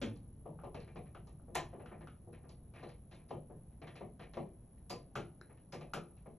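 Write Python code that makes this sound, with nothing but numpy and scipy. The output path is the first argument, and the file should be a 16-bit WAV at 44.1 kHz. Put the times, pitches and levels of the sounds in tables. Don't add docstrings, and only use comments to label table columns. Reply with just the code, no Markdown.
import sys
import numpy as np
from scipy import signal
from scipy.fft import rfft, irfft, next_fast_len
from scipy.io import wavfile
from scipy.ndimage import uniform_filter1d

SR = 44100
rng = np.random.default_rng(int(sys.argv[2]) if len(sys.argv) > 2 else 0)


def log_audio(samples):
    frames = np.atleast_2d(samples).T
    limited = np.clip(frames, -1, 1)
    pcm = np.round(limited * 32767).astype(np.int16)
    wavfile.write(sys.argv[1], SR, pcm)


N = 281358
SIZE, LEAD = 32768, 66
HZ = np.fft.rfftfreq(SIZE, 1 / SR)


def amp(db):
    return 10 ** (np.asarray(db) / 20)


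def unit(x):
    return x / np.sqrt(np.mean(x ** 2) + 1e-20)


def curve(points, hz):
    f, value = np.transpose(points)
    return np.interp(np.log(hz + 1), np.log(f + 1), value)


def add(mix, t, sound):
    part = mix[:, max(round(t * SR) - LEAD, 0):][:, :sound.shape[1]]
    part += sound[:, :part.shape[1]]


def minimum_phase(db):
    log_gain = np.log(amp(np.maximum(db, -100)))
    mirrored = np.concatenate([log_gain, log_gain[-2:0:-1]])
    return np.exp(np.conj(signal.hilbert(mirrored)))[:len(db)]


def diffuse_field(size):
    # f/Hz, coherence
    coherence = [(120, 1), (250, .93), (500, .82), (1100, .8), (1700, .98), (4200, .985), (4900, .8),
                 (5700, .985), (12000, .985)]
    a, b = rfft(rng.standard_normal((2, size)))
    alike = curve(coherence, np.fft.rfftfreq(size, 1 / SR))
    mid, side = a * np.sqrt((1 + alike) / 2), b * np.sqrt((1 - alike) / 2)
    return np.array([mid + side, mid - side])


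def room(build_s=0.00054, bass_build_s=0.018, late_db=-27, late_t60=0.65):
    # f/Hz, T60/s
    t60 = [(60, 0.42), (150, 0.4), (300, 0.29), (700, 0.27), (1500, 0.21), (3000, 0.22), (6000, 0.22),
           (12000, 0.11)]
    hz, t, bands = signal.stft(irfft(diffuse_field(SIZE)), SR, nperseg=256)
    hz = hz[:, None]
    late = amp(late_db - 60 * t / late_t60) / (1 + (hz / 2200) ** 2)
    bands *= amp(-60 * t / curve(t60, hz)) + late
    bands *= 1 - np.exp(-t / bass_build_s) / (1 + (hz / 450) ** 4)
    tail = signal.istft(bands, SR, nperseg=256)[1][:, :SIZE]
    response = rfft(tail * (1 - np.exp(-np.arange(SIZE) / SR / build_s)))
    power = np.mean(abs(response) ** 2, 0)
    return response / np.sqrt(uniform_filter1d(power, size=60))


def stick_slip(slip_s, catch, count=9):
    when, strength = rng.random(count), rng.standard_normal(count) * catch
    when[0], strength[0] = 0, 1
    force = rfft(np.bincount((when * slip_s * SR).astype(int), strength, minlength=SIZE))
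    return force / np.sqrt(uniform_filter1d(abs(force) ** 2, size=90) + 1e-9)


def impact(spectrum, level_db, tilt, direct_db, pivot_hz, boom_db=0, room_db=0,
           slip_s=0, catch=0.62, ring=1, tone_hz=1000, tone_db=0, echo=0):
    # f/Hz, bandwidth/Hz, lift/dB
    modes = [(118, 8, 6), (153, 8, 8), (240, 12, 5), (348, 16, 9), (425, 12, 5), (479, 16, 7), (572, 16, 4),
             (667, 14, 6), (728, 16, 6), (820, 16, 5), (984, 12, 4), (1021, 16, 7), (1190, 50, 6),
             (1334, 20, 4), (1385, 16, 6), (1632, 20, 6), (1820, 50, 6), (2200, 28, 5), (2379, 27, 6),
             (2700, 34, 6), (3050, 36, 5), (4050, 90, 6)]
    # f/Hz, gain/dB
    direct_path = [(100, -5.5), (600, -8.5), (1400, 0), (2500, -23), (5000, 1.5), (10000, -5)]
    lift = sum((amp(db) - 1) / (1 + (2 * (HZ - hz) / width) ** 2) for hz, width, db in modes)
    colour_db = curve(spectrum, HZ) + ring * 20 * np.log10(1 + lift)
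    colour_db += tilt * np.clip(np.log2((HZ + 1) / pivot_hz), -2, 2)
    colour_db += boom_db / (1 + (HZ / 260) ** 4)
    colour_db += tone_db / (1 + ((HZ / tone_hz - 1) / 0.061) ** 2)
    direct = amp(direct_db + curve(direct_path, HZ))
    comb = 1 + echo * np.exp(-2j * np.pi * HZ * .0035)
    vibration = minimum_phase(colour_db) * stick_slip(slip_s, catch)
    sound = irfft(vibration * (direct * comb + amp(room_db) * room()))
    fade_in = np.sin(np.pi / 2 * np.minimum(np.arange(SIZE) / LEAD, 1)) ** 2
    fade_out = np.minimum(np.linspace(4, 0, SIZE), 1) ** 2
    sound = np.roll(sound, LEAD, axis=1) * fade_in * fade_out
    onset_rms = np.sqrt(np.mean(sound[:, :SR // 40] ** 2))
    return amp(level_db) * sound / onset_rms


def background(rumble_db=-54, fall_db_per_s=0.82, whine_db=-72):
    # f/Hz, level/dB
    noise_spectrum = [(20, -8), (32, -19.5), (48, 3), (80, -2.5), (140, -2), (240, -10), (400, -20),
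                      (800, -28), (1400, -40), (2500, -47.5), (4500, -50), (9000, -53.5), (11500, -99)]
    whine_spectrum = [(9400, -31), (9750, -4.5), (10020, 4), (10180, 20.5), (10340, 15.5), (10500, -7.5),
                      (10800, -33.5)]
    hz, t = np.fft.rfftfreq(N, 1 / SR), np.arange(N) / SR
    noise = unit(irfft(diffuse_field(N) * amp(curve(noise_spectrum, hz)), N))
    rumble = irfft(rfft(noise) / (1 + (hz / 400) ** 4), N)
    hiss = noise - rumble
    level_db = rumble_db - fall_db_per_s * t
    whine_band = amp(curve(whine_spectrum, hz)) * (hz > whine_spectrum[0][0])
    whine = unit(irfft(diffuse_field(N) * whine_band, N))
    return amp(level_db) * rumble + amp(level_db.mean()) * hiss + amp(whine_db) * whine


def perch():
    # t/s, level/dB, tilt/(dB/octave)
    bumps = [(.016, -39.5, 1)]
    # f/Hz, level/dB
    spectrum = [(50, -24), (110, 5), (165, -12), (220, 7), (290, 5.5), (370, -5.5), (450, -2), (570, -5),
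                (700, -16), (1200, -22.5), (1600, -19.5), (2000, -22.5), (2360, -17.5), (2800, -22.5),
                (3330, -19), (4000, -28), (7500, -37), (12000, -51)]
    out = np.zeros((2, N))
    for t, db, tilt in bumps:
        add(out, t, impact(spectrum, db, tilt, direct_db=-5, pivot_hz=900, slip_s=.012, ring=0.17))
    return out


def ping():
    # t/s, level/dB, tilt/(dB/octave)
    strikes = [(5.413, -57.5, 0)]
    # f/Hz, level/dB
    spectrum = [(150, -31), (350, 12.5), (800, -7), (1100, -7), (1350, 0.5), (1620, 6), (1900, -3),
                (2500, -12), (3500, -26), (4020, -2), (4500, -22), (5500, -15), (6100, -37), (6800, -21),
                (8500, -43), (12000, -52)]
    out = np.zeros((2, N))
    for t, db, tilt in strikes:
        add(out, t, impact(spectrum, db, tilt, direct_db=-6.5, pivot_hz=2500,
                           room_db=-16, slip_s=0.00079, ring=0))
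    return out


def knock(db, hardness):
    # f/Hz, level/dB
    spectrum = [(50, -30), (105, -1.5), (155, 6.5), (200, 3), (270, -4), (350, -0.5), (480, -0.5),
                (720, -4.5), (950, -12.5), (1200, -18), (1500, -39), (3000, -40.5), (12000, -103)]
    return impact(spectrum, db - 10.5, tilt=3.5 + 0.46 * hardness, direct_db=-3, pivot_hz=613,
                  boom_db=5.5 + 0.9 * hardness, slip_s=.007, catch=.7, ring=0.87)


def spot_hz(median_hz=2520, spread_octaves=0.36):
    return median_hz * 2 ** (spread_octaves * rng.standard_normal())


def click(db, hardness, hz, slip_s=.01):
    # f/Hz, level/dB
    spectrum = [(100, -19.5), (700, -1.5), (1400, 1.5), (2000, 7.5), (3000, 3), (4200, -1.5), (6000, -10),
                (8000, -19), (12000, -75)]
    return impact(spectrum, db - 10.5, hardness, direct_db=-1, pivot_hz=2600,
                  slip_s=slip_s, catch=0.81, tone_hz=hz, tone_db=7)


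def graze(db, hardness, hz):
    return click(db, hardness, hz, slip_s=0.011 * 2 ** (-hardness / 12.5))


def nibbles(count=7, span_s=(.6, 6.2)):
    out = np.zeros((2, N))
    for k in range(count):
        t = np.interp(k + rng.random(), [0, count], span_s)
        add(out, t, graze(db=rng.normal(-74, 2), hardness=-1.2, hz=spot_hz()))
    return out


def beak():
    # t/s, relative click level/dB, relative knock level/dB, hardness/(dB/octave)
    shoves = [(.457, -82, -38, -5.5), (.636, -61, -38, -1), (0.745, -49.5, -38, -0.5),
              (0.958, -51, -38.5, -3), (1.148, -62, -46.5, -6), (1.271, -64.5, -53, 10),
              (1.483, -60, -47, -20), (1.73, -53.5, -40, -13), (1.795, -55, -44, -9.5),
              (1.915, -45, -44, -14.5), (2.008, -54.5, -45, -6.5), (2.274, -70, -46, -21),
              (2.758, -50.5, -55, -5.5), (2.828, -51, -40, -3), (3.307, -54.5, -33, 0.5),
              (3.5, -60, -43.5, -14.5), (3.817, -50.5, -41.5, -4), (3.871, -48.5, -48, -4),
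              (3.955, -50.5, -48.5, 0), (4.009, -56, -37, -7.5), (4.195, -49, -43.5, -5.5),
              (4.37, -51, -30.5, -1), (5.809, -52.5, -41.5, 0), (6.259, -58, -42.5, -10)]
    # t/s, relative level/dB, hardness/(dB/octave), f/Hz of the spot
    grazes = [(.158, -66, 10.5, 4400), (.802, -57, 2, 4400), (.876, -56.5, -5.5, 2370),
              (1.057, -63.5, -5.5, 2400), (1.86, -56.5, -6.5, 2900), (2.329, -55.5, -5, 2500),
              (2.437, -57.5, -14.5, 2600), (2.492, -58, 9.5, 4700), (2.738, -57, -3, 2530),
              (2.794, -53.5, -5, 2640), (2.887, -55.5, -0.5, 4760), (3.113, -55, -.5, 3640),
              (3.142, -61, 5, 2360), (3.198, -66.5, -5, 2400), (3.287, -62, 1, 4900),
              (4.22, -53, -2.5, 2460), (4.336, -51.5, 0.5, 3450), (5.496, -57, -11.5, 2500),
              (5.574, -66, -3.5, 2780), (6.168, -68, 1.5, 2600)]
    out = np.zeros((2, N))
    for t, click_db, knock_db, hardness in shoves:
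        add(out, t, click(click_db, hardness, spot_hz()) + knock(knock_db, hardness))
    for t, db, hardness, hz in grazes:
        add(out, t, graze(db, hardness, hz) + knock(db + 4, hardness))
    return out


def crack(db, tilt, hz, lift_db):
    # f/Hz, level/dB
    spectrum = [(100, -20), (1000, -11), (2500, 0.5), (4300, -2), (5600, -2), (7000, -1), (9000, -4.5),
                (10200, 1), (11500, -4), (12500, -16)]
    return impact(spectrum, db - 9.5, tilt, direct_db=-7.5, pivot_hz=6050,
                  slip_s=0.0018, ring=.6, tone_hz=hz, tone_db=lift_db)


def spring(wall_lag_s=0.002995):
    # t/s, relative level/dB, tilt/(dB/octave), f/Hz of the pitch, its lift/dB,
    # rattle offset/dB, relative knock level/dB, knock hardness/(dB/octave)
    snaps = [(1.552, -38.5, -1.5, 4060, 3.5, 3, -42.5, -11), (4.9, -41.5, -0.5, 4770, 15.5, -1, -35.5, 6.5),
             (5.157, -45, -5, 2980, 5.5, 1, -34, -20), (5.726, -51, -4, 5100, 10, 5.5, -37, -3),
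             (5.937, -45, 1.5, 5150, 9, -19, -35, -1.5)]
    # t/s, level/dB, tilt/(dB/octave)
    rattle = [(-.003, -3.5, -2.5), (.01, -4, -5.5)]
    out = np.zeros((2, N))
    for t, db, tilt, hz, lift_db, rattle_db, knock_db, hardness in snaps:
        add(out, t, crack(db, tilt, hz, lift_db))
        add(out, t + wall_lag_s, knock(knock_db, hardness))
        for offset_s, step_db, tilt_step in rattle:
            add(out, t + offset_s, crack(db + rattle_db + step_db, tilt + tilt_step, hz, lift_db))
    return out


def toggle_ticks():
    # t/s, level/dB, tilt/(dB/octave), reverberation gain/dB
    ticks = [(.590, -57, -6.5, 2), (1.149, -58, 1, 2.5), (1.398, -63, -10.5, -3), (1.860, -61, 2.5, -0.5),
             (2.073, -58.5, 2, -0.5), (5.1561, -43, 0.5, 2.5), (5.9359, -42.5, 3.5, 0.5)]
    # f/Hz, level/dB
    spectrum = [(80, -0.5), (400, -12), (780, -2), (1030, -11.5), (1230, 1), (1400, -0.5), (1560, -6),
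                (1800, -14.5), (2900, -13), (4200, -28), (7000, -41), (11000, -54), (13000, -53)]
    out = np.zeros((2, N))
    for t, db, tilt, room_db in ticks:
        add(out, t, impact(spectrum, db, tilt, direct_db=1, pivot_hz=1470,
                           room_db=room_db, ring=0.091, echo=0.33))
    return out


def toggle_flip(zing_db=-41.5, zing_lead_s=0.00079):
    # t/s, level/dB, tilt/(dB/octave)
    flips = [(1.5538, -36, 1)]
    # f/Hz, level/dB
    zing = [(3000, -71), (7000, -14), (9000, -3), (10300, 10.5), (11500, -28), (12500, 2)]
    landing = [(70, 0), (150, -5.5), (240, -10.5), (340, 2), (470, 0.5), (560, -1), (730, 5.5), (880, 2),
               (1020, 2.5), (1300, -12), (1850, -5.5), (3000, -11), (4000, -21), (4600, -29), (7000, -18),
               (12500, -31)]
    out = np.zeros((2, N))
    for t, db, tilt in flips:
        add(out, t - zing_lead_s, impact(zing, zing_db, tilt=0, direct_db=8, pivot_hz=10000,
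                                         room_db=-10, slip_s=0.0012, ring=0))
        add(out, t, impact(landing, db, tilt, direct_db=-6, pivot_hz=1000, ring=1.26))
    return out


def scene():
    mix = background() + perch() + spring() + toggle_ticks() + ping() + toggle_flip()
    mix += beak() + nibbles()
    return mix * signal.windows.tukey(N, .001)


def record(dry, cutoff_hz=12200):
    # f/Hz, level/dB
    balance = [(140, 0), (280, 1), (550, 3.6), (1050, 3), (1800, .1), (12000, .1)]
    # f/Hz, phase/rad
    phase = [(0, 0), (700, 0), (1460, -.15), (2670, .7), (4130, .8), (4900, 3.14), (5600, 6.1), (6460, 6.9),
             (8350, 8.6), (9250, 9.42), (10250, 10.5), (12300, 12.6)]
    size = next_fast_len(N + SIZE)
    hz = np.fft.rfftfreq(size, 1 / SR)
    left = amp(curve(balance, hz) / 2) * np.exp(.5j * curve(phase, hz))
    ports = irfft(rfft(dry, size) * np.array([left, 1 / left]), size)[:, :N]
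    low_pass = signal.firwin(255, cutoff_hz, window=("kaiser", 9), fs=SR)
    return signal.oaconvolve(ports, low_pass[None], "same", axes=1)


dry = scene()
out = record(dry)
log_audio(out)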